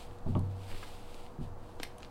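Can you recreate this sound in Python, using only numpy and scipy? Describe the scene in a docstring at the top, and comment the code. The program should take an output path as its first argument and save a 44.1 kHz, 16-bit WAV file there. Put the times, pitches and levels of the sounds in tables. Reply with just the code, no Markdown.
"""Workshop: a hand slides along a braided rope. Fibres hiss on the skin, strands tick under the grip, and the
rope snaps through the fingers with a double tock. The swinging rope thumps, and each tug pulls it taut so that
its low modes boom on. The metal end fitting knocks and clicks as it changes hands. Ventilation rumbles and hums
throughout; arm swings stir a low draught."""
import sys
import numpy as np
from scipy import signal
from scipy.fft import rfft, irfft, next_fast_len
from scipy.io import wavfile
from scipy.ndimage import map_coordinates

SR = 44100
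rng = np.random.default_rng(int(sys.argv[2]) if len(sys.argv) > 2 else 0)


def to_wav(s):
    """Save 16-bit WAV."""
    ch = np.atleast_2d(s).T  # columns
    pcm = np.round(np.clip(ch, -1, 1) * 32767)  # PCM
    wavfile.write(sys.argv[1], SR, pcm.astype(np.int16))


N = 92610
T = np.arange(N) / SR

# Sliding hiss envelope (time [s], level [dB])
SLIDE_LEVELS = [(0, -55), (.02, -57), (.085, -65), (.24, -72.5), (.29, -63.5), (.42, -69.5), (.55, -68),
                (.65, -59), (.73, -54.5), (.8, -54.5), (.92, -57.5), (1.04, -62.5), (1.14, -60),
                (1.25, -62.5), (1.3, -69), (1.39, -71), (1.44, -62.5), (1.53, -74), (1.69, -66.5),
                (1.78, -70), (1.82, -58), (1.87, -67), (1.96, -70.5), (2.04, -63.5), (2.1, -72)]
# Skin-on-braid friction (frequency [Hz], gain [dB])
BRAID_SPECTRUM = [(200, -44), (700, 1), (1500, -7), (2600, 2), (3600, 0.5), (4700, -1.5), (5500, -8),
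                  (6800, -9), (8300, -6), (11000, -12), (15500, -18)]
# Strand ticks and tock grit (frequency [Hz], gain [dB])
STRAND_SPECTRUM = [(300, 2), (900, 1), (2500, 0.5), (4200, -8), (6000, -23), (15000, -25)]
# Rope snaps (time [s], level [dB])
TOCK_HITS = [(.8285, -40), (.8365, -44)]
# Tock resonances (frequency [Hz], gain [dB])
TOCK_MODES = [(1000, -3), (1220, 2), (1650, -1), (2060, -4), (2550, -10)]
# Rope blows (time [s], thud [dB], thud centre [Hz], boom [dB], slap [dB], slap cutoff [Hz], push [dB])
THUMP_HITS = [(0.058, -76, 120, -44, -80, 800, -52), (0.2614, -29.5, 99, -31.5, -36.5, 880, -36.5),
              (0.276, -36, 190, -59, -46.5, 890, -24), (.288, -27, 137, -28, -72, 800, -42),
              (.3515, -29, 170, -26.5, -32, 1520, -32), (.362, -22.5, 141, -49, -34.5, 1130, -40),
              (0.377, -29, 136, -47, -50, 1000, -58), (.396, -34, 176, -50, -46, 1190, -30),
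              (1.388, -31, 127, -38, -59.5, 500, -39), (1.411, -33, 130, -52, -64, 500, -28)]
# Rope slap (frequency [Hz], gain [dB])
SLAP_SPECTRUM = [(100, -42), (330, 9), (480, -2.5), (720, 3), (900, 2), (1150, -0.5), (1450, -16.5),
                 (1900, -17), (3300, -18)]
# Taut rope modes (frequency [Hz], gain [dB], T60 [s])
BOOM_MODES = [(95.55, -1, 1.1), (134, -5, 0.47), (159.2, 1.5, 0.24), (217.8, -15.5, .28),
              (244.8, -17, 0.26), (357.6, -12.5, .22)]
# Fitting impacts (time [s], crack [dB], low cutoff [Hz], high cutoff [Hz], knock [dB])
FITTING_HITS = [(0.111, -52, 990, 3980, -75), (.186, -53.5, 1500, 9200, -80),
                (0.3513, -40.5, 800, 3040, -59), (0.393, -47, 6900, 11800, -65),
                (1.144, -45, 1200, 11900, -45), (1.2647, -46.5, 1500, 3560, -75),
                (1.7994, -34, 600, 5900, -32), (1.8304, -35, 1200, 9000, -47),
                (1.8324, -25, 443, 13700, -41.5), (1.8372, -34, 600, 11000, -64),
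                (1.847, -53, 900, 9000, -43), (1.983, -46.5, 4550, 10700, -70),
                (2.0038, -51, 4000, 6700, -44), (2.0235, -48, 1480, 7000, -53),
                (2.03, -38.5, 1200, 6070, -49), (2.04, -50, 1500, 6460, -65),
                (2.0476, -42, 1490, 4970, -64)]
# Fitting crack (frequency [Hz], gain [dB])
CRACK_SPECTRUM = [(300, -9), (750, 0), (1100, 1), (1500, -1), (2200, 1), (2800, 2), (3600, 2), (4400, 0),
                  (5600, -6), (7000, -6), (9000, -6), (12000, -10), (15500, -17)]
# Dull knock of the fitting (frequency [Hz], gain [dB])
KNOCK_SPECTRUM = [(60, -30), (240, 24.5), (450, 2), (800, 7), (1150, -7), (2000, -1), (6000, -60)]
# Ventilation rumble (frequency [Hz], gain [dB])
VENT_SPECTRUM = [(15, 10), (28, 2), (45, 7), (70, 8), (130, -1), (250, -0.5), (450, -4), (750, -1.5),
                 (1050, -6.5), (1400, -12.5), (2000, -22), (3500, -41), (6000, -32.5), (10000, -41.5),
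                 (15500, -38)]
# Motor partials (frequency [Hz], level [dB])
HUM_PARTIALS = [(120, -65.5), (240, -68.5), (360, -68), (480.4, -60.5), (720, -70.5)]
# Air moving at the microphone (frequency [Hz], gain [dB])
DRAUGHT_SPECTRUM = [(2, -71), (10, 38), (20, 34.5), (35, -18.5), (70, -58), (200, -60)]
# Arm swings (time [s], draught boost [dB])
ARM_SWINGS = [(.25, 15.5), (0.748, 10)]
# Room decay (frequency [Hz], T60 [s])
ROOM_DECAY = [(100, 0.53), (1000, 0.39), (4000, .33), (12000, 0.13)]


def braid_hiss(grain_db=1.0, sway_db=0.87):
    """Fibres rub the skin in fine grains."""
    fibres = rng.standard_normal(N) * amp(grain_db * wobble(900) + sway_db * wobble(41))
    level_db = np.interp(T, *np.transpose(SLIDE_LEVELS))
    return coloured(fibres, BRAID_SPECTRUM) * amp(level_db)


def strand_ticks(rate_hz=247.8, jitter=0.22, scatter_db=2.0, grip_s=0.738, grip_sigma_s=0.032):
    """Single strands tick past the fingers during a brief firm grip."""
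    gaps, sizes = rng.standard_normal(size=(700, 2)).T
    times_s = np.cumsum(np.exp(jitter * gaps)) / rate_hz
    slips = np.bincount((times_s * SR).astype(int), amp(-scatter_db * sizes), minlength=N)[:N]
    ticks = signal.fftconvolve(slips, fade(t60_s=0.0029))[:N] * rng.standard_normal(N)
    grip = bell(T - grip_s, grip_sigma_s)
    return amp(-52.5) * grip * coloured(ticks, STRAND_SPECTRUM)


def rope_tocks(grit_db=-6):
    """The rope snaps through the fingers: a hollow double tock after the fastest part of the stroke."""
    out = np.zeros(N)
    for time_s, level_db in TOCK_HITS:
        modes = sum(amp(db) * np.sin(2 * np.pi * (hz * T + rng.random())) for hz, db in TOCK_MODES)
        grit = amp(grit_db) * noise(STRAND_SPECTRUM)
        add(out, time_s, amp(level_db) * burst(unit(modes) + grit, t60_s=0.045))
    return out


def rope_thumps(thud_sigma_oct=0.62, push_s=0.014):
    """Each soft blow gives a thud, a slap and a push of air."""
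    out = np.zeros(N)
    push = np.sin(2 * T / push_s) * np.exp(-0.5 * T / push_s)
    for time_s, thud_db, thud_hz, _, slap_db, cutoff_hz, push_db in THUMP_HITS:
        band = lambda hz: bell(np.log2((hz + 1) / thud_hz), thud_sigma_oct)
        lowpass = lambda hz: 1 / np.hypot(1, (hz / cutoff_hz) ** 6)
        thud = burst(filtered(rng.standard_normal(N), band), t60_s=0.089)
        slap = burst(filtered(noise(SLAP_SPECTRUM), lowpass), t60_s=0.075)
        add(out, time_s, amp(thud_db) * thud + amp(slap_db) * slap + amp(push_db) * push)
    return out


def taut_ring(attack_s=0.034, drift_rad=0.069):
    """Each thump pulls the rope taut and sets its low modes ringing on."""
    out = np.zeros(N)
    attack = 1 - np.exp(-T / attack_s)
    for hz, mode_db, t60_s in BOOM_MODES:
        energy = np.zeros(N)
        for time_s, _, _, boom_db, *_ in THUMP_HITS:
            add(energy, time_s, (amp(boom_db + mode_db) * fade(t60_s) * attack) ** 2)
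        phase_rad = 2 * np.pi * (hz * T + rng.random()) + drift_rad * wobble(25)
        out += np.sqrt(energy) * np.sin(phase_rad)
    return out


def fitting_knocks(chatter_db=-14):
    """The fitting cracks and knocks dully; loose parts chatter. The hand damps any ring."""
    out = np.zeros(N)
    for time_s, crack_db, low_hz, high_hz, knock_db in FITTING_HITS:
        band = lambda hz: hz ** 2 / (hz ** 2 + low_hz ** 2) / np.hypot(1, (hz / high_hz) ** 5)
        crack = burst(filtered(noise(CRACK_SPECTRUM), band), t60_s=0.0069)
        chatter = amp(chatter_db) * burst(filtered(noise(CRACK_SPECTRUM), band), t60_s=0.03)
        knock = burst(noise(KNOCK_SPECTRUM), t60_s=0.024)
        add(out, time_s, amp(crack_db) * (crack + chatter) + amp(knock_db) * knock)
    return out


def early_echoes(x, delay_s=0.002):
    """Quick scatter off the bench and nearby surfaces."""
    echoes = rng.standard_normal(N) ** 3 * fade(t60_s=0.18) * (T > delay_s)
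    return signal.fftconvolve(x, echoes / np.linalg.norm(echoes))[:N]


def room_tail(x):
    """Diffuse workshop reverberation; treble dies first."""
    hz, time_s, bins = signal.stft(rng.standard_normal(SR // 2), SR, nperseg=256)
    decay = np.exp(-np.log(1000) * time_s / log_interp(ROOM_DECAY, hz)[:, None])
    _, tail = signal.istft(bins * decay, SR, nperseg=256)
    return signal.fftconvolve(x, tail / np.linalg.norm(tail))[:N]


def ventilation(rumble_db=-51, waver_db=0.6, drift_rad=0.12):
    """Steady air rumble and slightly wavering motor hum."""
    hum = np.zeros(N)
    for hz, db in HUM_PARTIALS:
        peak = np.sqrt(2) * amp(db + waver_db * wobble(4.7))
        hum += peak * np.sin(2 * np.pi * hz * T + drift_rad * wobble(2))
    return amp(rumble_db) * noise(VENT_SPECTRUM) + hum


def draught(rest_db=-47, swing_sigma_s=0.037):
    """Air drifts over the microphone, more when the arm swings."""
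    boost_db = sum(db * bell(T - time_s, swing_sigma_s) for time_s, db in ARM_SWINGS)
    return amp(rest_db + boost_db) * noise(DRAUGHT_SPECTRUM)


def amp(db):
    """Decibels to gain."""
    return 10 ** (np.asarray(db) / 20)


def unit(x):
    """Scale to rms 1."""
    return x / np.sqrt(np.mean(x ** 2) + 1e-20)


def bell(offset, sigma):
    """Gaussian, peak 1."""
    return np.exp(-0.5 * (offset / sigma) ** 2)


def log_interp(points, hz):
    """Interpolate (frequency [Hz], value) points on a log axis."""
    knots_hz, values = np.transpose(points)
    return np.interp(np.log(hz + 1), np.log(knots_hz + 1), values)


def fade(t60_s):
    """Exponential decay."""
    return np.exp(-np.log(1000) * T / t60_s)


def wobble(rate_hz):
    """Smooth random curve with knots at rate_hz."""
    return map_coordinates(rng.standard_normal(int(N * rate_hz / SR) + 4), [T * rate_hz])


def filtered(x, response):
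    """Zero-phase filter with gain response(hz)."""
    size = next_fast_len(N + SR // 2)
    return irfft(rfft(x, size) * response(np.fft.rfftfreq(size, 1 / SR)), size)[:N]


def coloured(x, spectrum):
    """x shaped by a spectrum, rms 1."""
    return unit(filtered(x, lambda hz: amp(log_interp(spectrum, hz))))


def noise(spectrum):
    """Shaped noise, rms 1."""
    return coloured(rng.standard_normal(N), spectrum)


def burst(sound, t60_s):
    """Fast rise and decay; energy set by the envelope alone."""
    envelope = fade(t60_s) * (1 - fade(t60_s / 10))
    return unit(sound * envelope) * np.sqrt(np.mean(envelope ** 2))


def add(out, time_s, sound):
    """Mix in from time_s."""
    start = max(0, round(time_s * SR))
    out[start:] += sound[:N - start]


def scene(tail_db=-13.5, early_db=-10.5):
    """Mono mix; only the impacts excite the room."""
    hard = fitting_knocks() + rope_tocks()
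    soft = rope_thumps()
    hard_room = amp(tail_db) * room_tail(hard) + amp(early_db) * early_echoes(hard)
    soft_room = amp(tail_db) * room_tail(soft)
    impacts = hard + soft + hard_room + soft_room + taut_ring()
    slide = braid_hiss() + strand_ticks()
    return (impacts + slide + ventilation() + draught())[None]


def record(dry, cutoff_hz=15900):
    """Brick-wall low-pass."""
    return np.array([filtered(x, lambda hz: hz < cutoff_hz) for x in dry])


dry = scene()
out = record(dry)
to_wav(out)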